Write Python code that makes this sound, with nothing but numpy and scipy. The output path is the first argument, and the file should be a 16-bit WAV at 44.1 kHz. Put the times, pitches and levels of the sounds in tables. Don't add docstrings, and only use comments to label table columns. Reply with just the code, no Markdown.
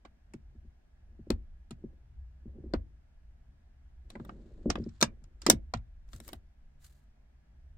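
import sys
import numpy as np
from scipy import signal
from scipy.fft import rfft, irfft
from scipy.io import wavfile
from scipy.ndimage import uniform_filter1d

SR = 44100
rng = np.random.default_rng(int(sys.argv[2]) if len(sys.argv) > 2 else 0)


def persist_wave(psi):
    counts = np.round(np.clip(psi, -1, 1) * 32767).astype(np.int16)
    wavfile.write(sys.argv[1], SR, np.atleast_2d(counts).T)


def volts_from_decibels(level):
    exponent = np.asarray(level, float) / 20
    return 10 ** exponent


N = 342657

# frequency in Hz, level in dB before focusing,
# decay time to -60 dB in seconds before the length factor.
PAN_MODES = [(100, -0.5, 0.26), (137.16, -3.5, .16), (185.5, -15.5, 0.17), (227.9, 2.5, 0.081),
             (298.7, 3.5, 0.044), (338.2, 0.5, 0.048), (485, 0.5, 0.029), (513.8, -8.5, .05),
             (600, -12.5, 0.017), (750, -4, 0.029), (800, -9.5, 0.019), (910, -17, 0.083)]
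SLIDE_RISE_DB_S, SLIDE_FALL_DB_S = 904.5, 599


def evened(x):
    return x / np.sqrt(np.mean(x ** 2) + 1e-20)


def read(points, hz):
    f, value = np.transpose(points)
    return np.interp(np.log(hz + 1), np.log(f + 1), value)


def add(mix, s, sound):
    part = mix[..., round(s * SR):][..., :sound.shape[-1]]
    part += sound[..., :part.shape[-1]]


def ring(modes, t, gains_db, chance, cycles, length=1):
    hz, db, t60 = np.transpose(modes)[:, :, None]
    spread_db = 2 * chance[:len(modes)]
    decay_db = 60 * t / (t60 * length)
    swell = (1 - np.exp(-t * hz / cycles)) ** 2
    strength = volts_from_decibels(db + (gains_db + spread_db)[:, None] - decay_db) * swell
    detuned_hz = hz * (1 + 0.017 * chance[-len(modes):, None])
    x = (strength * np.sin(2 * np.pi * detuned_hz * t)).sum(0)
    return x / abs(x).max()


def strokes(rows, rise_db_s, fall_db_s):
    t = np.arange(N) / SR
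    gain = 0
    for s, hold, db in rows:
        rise_db = rise_db_s * np.maximum(s - t, 0)
        fall_db = fall_db_s * np.maximum(t - s - hold, 0)
        gain = gain + volts_from_decibels(db - rise_db - fall_db)
    return gain


def noise(colour, size, same, patchy_db):
    frames, hz = N * 4 // size + 5, np.fft.rfftfreq(size, 1 / SR)
    a, b, c, d, patches = rng.standard_normal((frames, len(hz), 5)).T
    patches = uniform_filter1d(patches, size=6, axis=0)
    patches = evened(uniform_filter1d(patches, size=10, axis=1))
    like = np.clip(read(same, hz), -1, 1)[:, None]
    left = a + 1j * b
    right = like * left + np.sqrt(1 - like ** 2) * (c + 1j * d)
    z = np.array([left, right]) * volts_from_decibels(read(colour, hz)[:, None] + patchy_db * patches)
    return evened(signal.istft(z, nperseg=size, noverlap=size * 3 // 4)[1][:, :N])


def favoured(colour, hz, favour_hz):
    lift_db, half_width_octaves = 8, 0.12
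    octaves = np.log2((hz + 1) / favour_hz)
    return read(colour, hz) + lift_db * np.exp(-(octaves / half_width_octaves) ** 2)


def ported(x, pan_db, luck):
    # frequency in Hz, left minus right in dB.
    port_tilt = [(500, -11.5), (1200, -7.5), (3000, -4.5), (6000, -3), (12000, 8.5)]
    # delay in seconds (echoes before their random shift), level in dB.
    path_rows = [
        [(.001, 10), (.0017, -6), (.0023, -16), (.0032, -9.5), (.0045, -7.5)],
        [(.0014, -0.5), (.0019, -10), (.0027, -6), (.0038, 6), (.0051, -5.5)],
    ]
    echo_shift = 0.12
    shared_hz = 601
    hz = np.fft.rfftfreq(len(x), 1 / SR)
    direction_db = pan_db * np.clip(hz / 5000, 0, 1)
    half = volts_from_decibels((direction_db + read(port_tilt, hz)) / 2)
    paths = np.zeros((2, len(hz)), complex)
    for port, taps in enumerate(path_rows):
        for k, (s, db) in enumerate(taps):
            delay = s * (1 + echo_shift * luck[k] * (k > 0))
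            paths[port] += (-1) ** k * volts_from_decibels(db) * np.exp(-2j * np.pi * hz * delay)
    apart = hz ** 2 / (hz ** 2 + shared_hz ** 2)
    response = apart * paths + (1 - apart) * paths[0]
    return irfft(rfft(x) * response * [half, 1 / half], len(x))


def ratchet():
    # time in seconds, peak between 4 and 9 kHz in dB, settings in dB
    # for the 1 kHz body and for 12 kHz, both relative to the colour near 6 kHz,
    # pitch the blow favours in Hz, left minus right in the treble in dB ahead of the standing step.
    clicks = [(0.0501, -61.5, 10.5, -40, 3370, -6), (0.0585, -62.5, 12, -20, 1700, 6),
              (0.3361, -51, -9.5, -20, 2540, -2), (1.3037, -25.5, 4.5, -15.5, 4320, 14),
              (1.7075, -46, -6.5, -15.5, 3540, -3.5), (2.7365, -33, 13.5, -49.5, 4340, 13),
              (4.102, -48.5, -8, -14.5, 3570, 0.5), (4.1534, -64, 27.5, -22, 2000, 3.5),
              (4.1982, -72, 23.5, -22, 690, 6), (4.2493, -60.5, 6, 0, 6500, 3.5),
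              (4.2931, -58, 22, -21, 2500, 9), (4.7009, -21, -5, -29, 4920, -4),
              (4.7552, -47.5, 11.5, -62, 3370, 6), (4.785, -60.5, -0.5, -55, 5000, -4),
              (4.8386, -54, -15, -49, 5100, -6), (4.8902, -55.5, -14, -53, 5000, -1),
              (5.006, -45.5, -0.5, -5, 5000, 1), (5.012, -22.5, -15, -17, 3600, -2),
              (5.026, -11, -13, -23.5, 5680, 2.5), (5.24, -55.5, -8.5, -26, 7600, 11),
              (5.4177, -41.5, -21.5, -24, 4900, -4), (5.4646, -14.5, -10.5, -19.5, 4900, -3.5),
              (5.4988, -4.5, -14, -6, 6330, -1), (5.7372, -31, 0.5, -36, 4090, 1),
              (5.7718, -60.5, -7, -40, 3804, 3), (6.0889, -64, -0.5, -17, 5600, 10),
              (6.132, -47.5, -2, -18, 7850, 6), (6.162, -50, -18.5, -14, 4100, 9),
              (6.2013, -48, -8.5, -10, 8280, 9), (6.2784, -45.5, -9, -1, 7300, 7.5),
              (6.2879, -46.5, 0.5, -1, 2250, 1), (6.331, -43, 3.5, 0, 2300, 5.5)]
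    # frequency in Hz, level in dB before colouring,
    # decay time to -60 dB in seconds before the length factor.
    pawl = [(1344, 13, 0.042), (1860, -16.5, 0.04), (2280, -16, 0.02), (3632, -13.5, 0.05),
            (3850, 5, 0.033), (4070, -7, 0.055), (5960, 5, 0.014), (5730, -12, 0.15), (6305, -24.5, 0.012),
            (7280, -35, .03), (7700, 1, 0.019), (9800, -20.5, 0.025), (10700, -10.5, 0.04),
            (14800, -16, 0.038)]
    out, t = np.zeros((2, N)), np.arange(8192) / SR
    hz, mode_hz = np.fft.rfftfreq(len(t), 1 / SR), np.array(pawl)[:, 0]
    band = (hz > 4000) & (hz < 9000)
    chance = rng.standard_normal((len(clicks), 2 * len(pawl)))
    grit = rng.standard_normal((len(clicks), 2, len(t)))
    for (s, db, low_db, top_db, favour_hz, pan_db), luck, (rattle, hiss) in zip(clicks, chance, grit):
        mid_db = -3.0 + 0.63 * low_db
        colour = [(250, low_db - 15), (650, low_db + 16), (1400, low_db + 8), (2900, mid_db + 7.5),
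                  (4200, mid_db * 0.72 + 4.5), (5800, -0.22), (8000, top_db * 0.15), (11000, top_db),
                  (15000, top_db - 0.5), (16800, top_db - 26.5)]
        chatter_s = np.interp(db, [-60, -10], (0.0011, 0.00083))
        touch = np.exp(-t / chatter_s) * (1 - np.exp(-t / 0.00026))
        seat = 0.27 * np.exp(-t / 0.0085) * (1 - np.exp(-t / 0.0053))
        modes = ring(pawl, t, read(colour, mode_hz), luck, cycles=0.5, length=0.2)
        steel = signal.fftconvolve(rattle * touch, modes)[:len(t)]
        crack = irfft(rfft(hiss) * volts_from_decibels(favoured(colour, hz, favour_hz)), len(t)) * touch
        dull = volts_from_decibels(read(colour, hz)) / np.hypot(1, hz / 3070)
        crack += irfft(rfft(rattle) * dull, len(t)) * seat
        snap = ported(0.58 * evened(steel) + evened(crack), pan_db, luck[::-1])
        peak = abs(irfft(rfft(snap.mean(0)) * band, len(t))).max()
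        fade = np.cos(np.pi / 2 * t / t[-1])
        add(out, s - 0.0006, volts_from_decibels(db) * snap / peak * fade)
    return out


def floor_pan():
    # time in seconds (knock and boom start slightly later),
    # knock peak in dB, boom peak in dB relative to the knock, pitch the blow favours in Hz.
    thuds = [(0.051, -50.5, -6, 318), (0.339, -36.5, -31, 223), (0.55, -52.5, 3.5, 183),
             (0.645, -51, 4.5, 189), (1.19, -42.5, -15, 200), (1.267, -41.5, -1, 292),
             (1.301, -16.5, -10.5, 338), (1.707, -36.5, -34, 207), (1.838, -33, -23, 230),
             (2.455, -39, -10.5, 185), (2.552, -44.5, -9.5, 189), (2.583, -41, -21, 222),
             (2.637, -41, 0, 283), (2.659, -41, -17, 207), (2.7351, -18.5, -9.5, 324),
             (4.153, -37, -45, 246), (4.197, -33.5, -37, 206), (4.287, -44, -15, 242),
             (4.656, -21, -6.5, 299), (4.673, -26.5, -21, 262), (4.689, -26.5, -16.5, 313),
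             (4.7, -25.5, -23, 328), (4.753, -31, -4, 258), (4.777, -32, -23, 316),
             (4.797, -28, -41, 219.3), (4.823, -37, -34, 205.7), (4.862, -30.5, -14, 231),
             (5.022, -19.5, -25.5, 255), (5.056, -42, -18.5, 152.6), (5.217, -52.5, 1, 153),
             (5.431, -52.5, -1.5, 314.6), (5.462, -22, -36.5, 373), (5.484, -16, -38, 370),
             (5.496, -18, -40, 247), (5.528, -23, -10.5, 234), (5.74, -29, -8.5, 156.7),
             (6.135, -43, -8.5, 151), (6.205, -50.5, -10, 225.4), (6.327, -40.5, -2.5, 226)]
    # frequency in Hz, level in dB, decay time to -60 dB in seconds.
    boom = [(41.5, 0, 0.14), (53.4, -7.5, .3), (82.86, -8, 0.17)]
    out, t = np.zeros(N), np.arange(SR // 2) / SR
    chance = rng.standard_normal((len(thuds), 2 * len(PAN_MODES)))
    for (s, db, boom_db, hz), luck in zip(thuds, chance):
        favour_db = -11.5 * np.log2(np.array(PAN_MODES)[:, 0] / hz) ** 2
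        knock = ring(PAN_MODES, t, favour_db, luck, cycles=0.82, length=0.73)
        add(out, s + 0.0015, volts_from_decibels(db) * knock)
        add(out, s + 0.016, volts_from_decibels(db + boom_db) * ring(boom, t, 0, luck, cycles=0.64))
    return out


def drag():
    # start in seconds, hold in seconds, level in dB.
    drags = [(.346, .33, -79.5), (1.07, 0.073, -72), (1.83, 0.039, -60.5), (2.49, 0.28, -60),
             (4.05, 0.036, -74), (4.158, .62, -55), (5.09, .02, -63), (5.27, .17, -78), (6.142, 0.11, -66),
             (6.296, 0.016, -63.5)]
    slips_per_s, rise_db_s, fall_db_s = 400, 302, 131
    sizes = volts_from_decibels(3.5 * np.minimum(rng.exponential(1, N), 4))
    slips = (rng.random(N) < slips_per_s / SR) * sizes * rng.choice([-1, 1], N)
    muffle_db = -5.5 * np.log2(np.array(PAN_MODES)[:, 0] / 270) ** 2
    t = np.arange(SR // 4) / SR
    body = ring(PAN_MODES, t, muffle_db, np.zeros(len(PAN_MODES)), cycles=0.8, length=0.6)
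    return evened(signal.oaconvolve(slips, body)[:N]) * strokes(drags, rise_db_s, fall_db_s)


def brush():
    # frequency in Hz, relative density in dB per Hz.
    brush_colour = [(500, -24), (1200, -0.5), (1700, 1.5), (2500, -6), (4200, 2), (5500, -3.5), (7500, 3),
                    (9500, -3.5), (15000, -5.5), (16500, -16)]
    # start in seconds, hold in seconds,
    # level in dB before the softening.
    slides = [(4.1, .06, -67), (4.2, 0.11, -71), (4.3, 0.11, -75), (4.42, 0.64, -74.5), (4.72, 0.051, -81),
              (4.8, 0.23, -75), (5.22, 0.027, -82), (5.425, 0.11, -56.5)]
    # start in seconds, hold in seconds, level in dB.
    hand_strokes = [(6.08, .03, -83.5), (6.13, 0.04, -65.5), (6.205, 0.0068, -75), (6.245, 0.012, -65),
                    (6.28, 0.0085, -62.5), (6.315, 0.044, -75), (6.815, 0.018, -74), (6.845, 0.026, -65.5),
                    (6.9, .07, -78), (6.99, .05, -86)]
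    catch = volts_from_decibels(2.2 * evened(uniform_filter1d(rng.standard_normal(N), size=300)))
    hiss = noise(brush_colour, size=256, same=[(500, 0.6), (8000, 0.27)], patchy_db=0.5) * catch
    dull = signal.sosfilt(signal.butter(4, 8540, fs=SR, output="sos"), hiss)
    dull = signal.lfilter(*signal.butter(1, 2500, fs=SR), dull)
    slide = dull * strokes(slides, SLIDE_RISE_DB_S, SLIDE_FALL_DB_S)
    hand = hiss * strokes(hand_strokes, SLIDE_RISE_DB_S, SLIDE_FALL_DB_S)
    return slide + hand


def cabin(x):
    # frequency in Hz, decay time to -60 dB in seconds.
    decay_times = [(250, 0.26), (1000, 0.12), (2200, .15), (4000, .085), (9000, 0.069), (15000, 0.02)]
    taps = np.zeros((2, SR // 3))
    slots = np.arange(60, SR // 3 - 20, 20)
    at = slots + rng.integers(0, 20, (2, len(slots)))
    np.put_along_axis(taps, at, rng.choice([-1., 1.], at.shape), axis=1)
    hz, t, z = signal.stft(taps, SR, nperseg=256)
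    decay = volts_from_decibels(-60 * t / read(decay_times, hz)[:, None])
    tail = signal.istft(z * decay, SR, nperseg=256)[1]
    return signal.oaconvolve(x, tail / np.linalg.norm(tail[0]), axes=1)[:, :N]


def outside_rumble():
    # time in seconds, rms level in dB.
    levels = [(0.0, -63), (0.58, -49), (0.761, -59.5), (1.47, -49), (1.71, -53), (2.511, -53), (2.9, -49),
              (3.46, -56.5), (4.07, -52), (4.61, -47), (4.78, -53), (5.151, -50), (5.36, -54),
              (5.71, -46.5), (5.95, -53), (6.51, -55.5), (7.16, -55), (7.5, -55)]
    # frequency in Hz, relative density in dB per Hz.
    rumble_colour = [(8.8, -35.5), (15, 3), (32, -3), (64, 2), (78, -11), (88, -21), (92, -22),
                     (125, -15.5), (160, -28.5), (210, -65.5), (350, -120)]
    level = volts_from_decibels(np.interp(np.arange(N) / SR, *np.transpose(levels)))
    return level * noise(rumble_colour, size=4096, same=[(20, 1.0), (150, 0.96)], patchy_db=3.0)


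def air():
    # frequency in Hz, relative density in dB per Hz.
    air_colour = [(71, -43), (120, -5.5), (170, -9.5), (201, -4.5), (232, -4.5), (252, -12), (396, -16),
                  (497, -21.5), (650, -14.5), (1130, -25), (1680, -21), (1820, -23.5), (3980, -33.5),
                  (5650, -34.5), (16500, -53.5)]
    # frequency in Hz, left-right likeness from -1 to 1.
    likeness = [(60, 1), (150, 1), (380, -0.064), (950, 0.145), (2380, -0.03), (5980, -0.5), (15000, 0.59)]
    return volts_from_decibels(-73) * noise(air_colour, size=1024, same=likeness, patchy_db=0.8)


def tones():
    # whine frequency in Hz, width in Hz, rms level in dB.
    whines = [(1678, 27, -92)]
    hz, t = np.fft.rfftfreq(N, 1 / SR), np.arange(N) / SR
    whine = 0
    for f, width, db in whines:
        band = np.exp(-((hz - f) / width) ** 2)
        whine = whine + volts_from_decibels(db) * evened(irfft(rfft(rng.standard_normal((2, N))) * band, N))
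    hum_hz, edge_db_s = 137, 125
    swell = strokes([(6.75, 0.23, -72)], edge_db_s, edge_db_s)
    return whine + np.sqrt(2) * np.sin(2 * np.pi * hum_hz * t) * swell


def scene():
    clicks = ratchet()
    thuds = (floor_pan() + drag()) * volts_from_decibels(np.array([[0.3], [-0.3]]))
    reflections = volts_from_decibels(-20.5) * cabin(clicks) + volts_from_decibels(-21) * cabin(thuds)
    return clicks + thuds + brush() + reflections + outside_rumble() + air() + tones()


def roll_off(x):
    return signal.sosfilt(signal.butter(12, 16640, fs=SR, output="sos"), x)


def record(dry):
    ceiling, edge_hz = 0.86, 16300
    rounded = dry / (1 + abs(dry / ceiling) ** 4) ** 0.25
    limited = signal.oaconvolve(rounded, signal.firwin(255, edge_hz, fs=SR)[None], "same")
    return roll_off(limited)


dry = scene()
out = record(dry)
persist_wave(out)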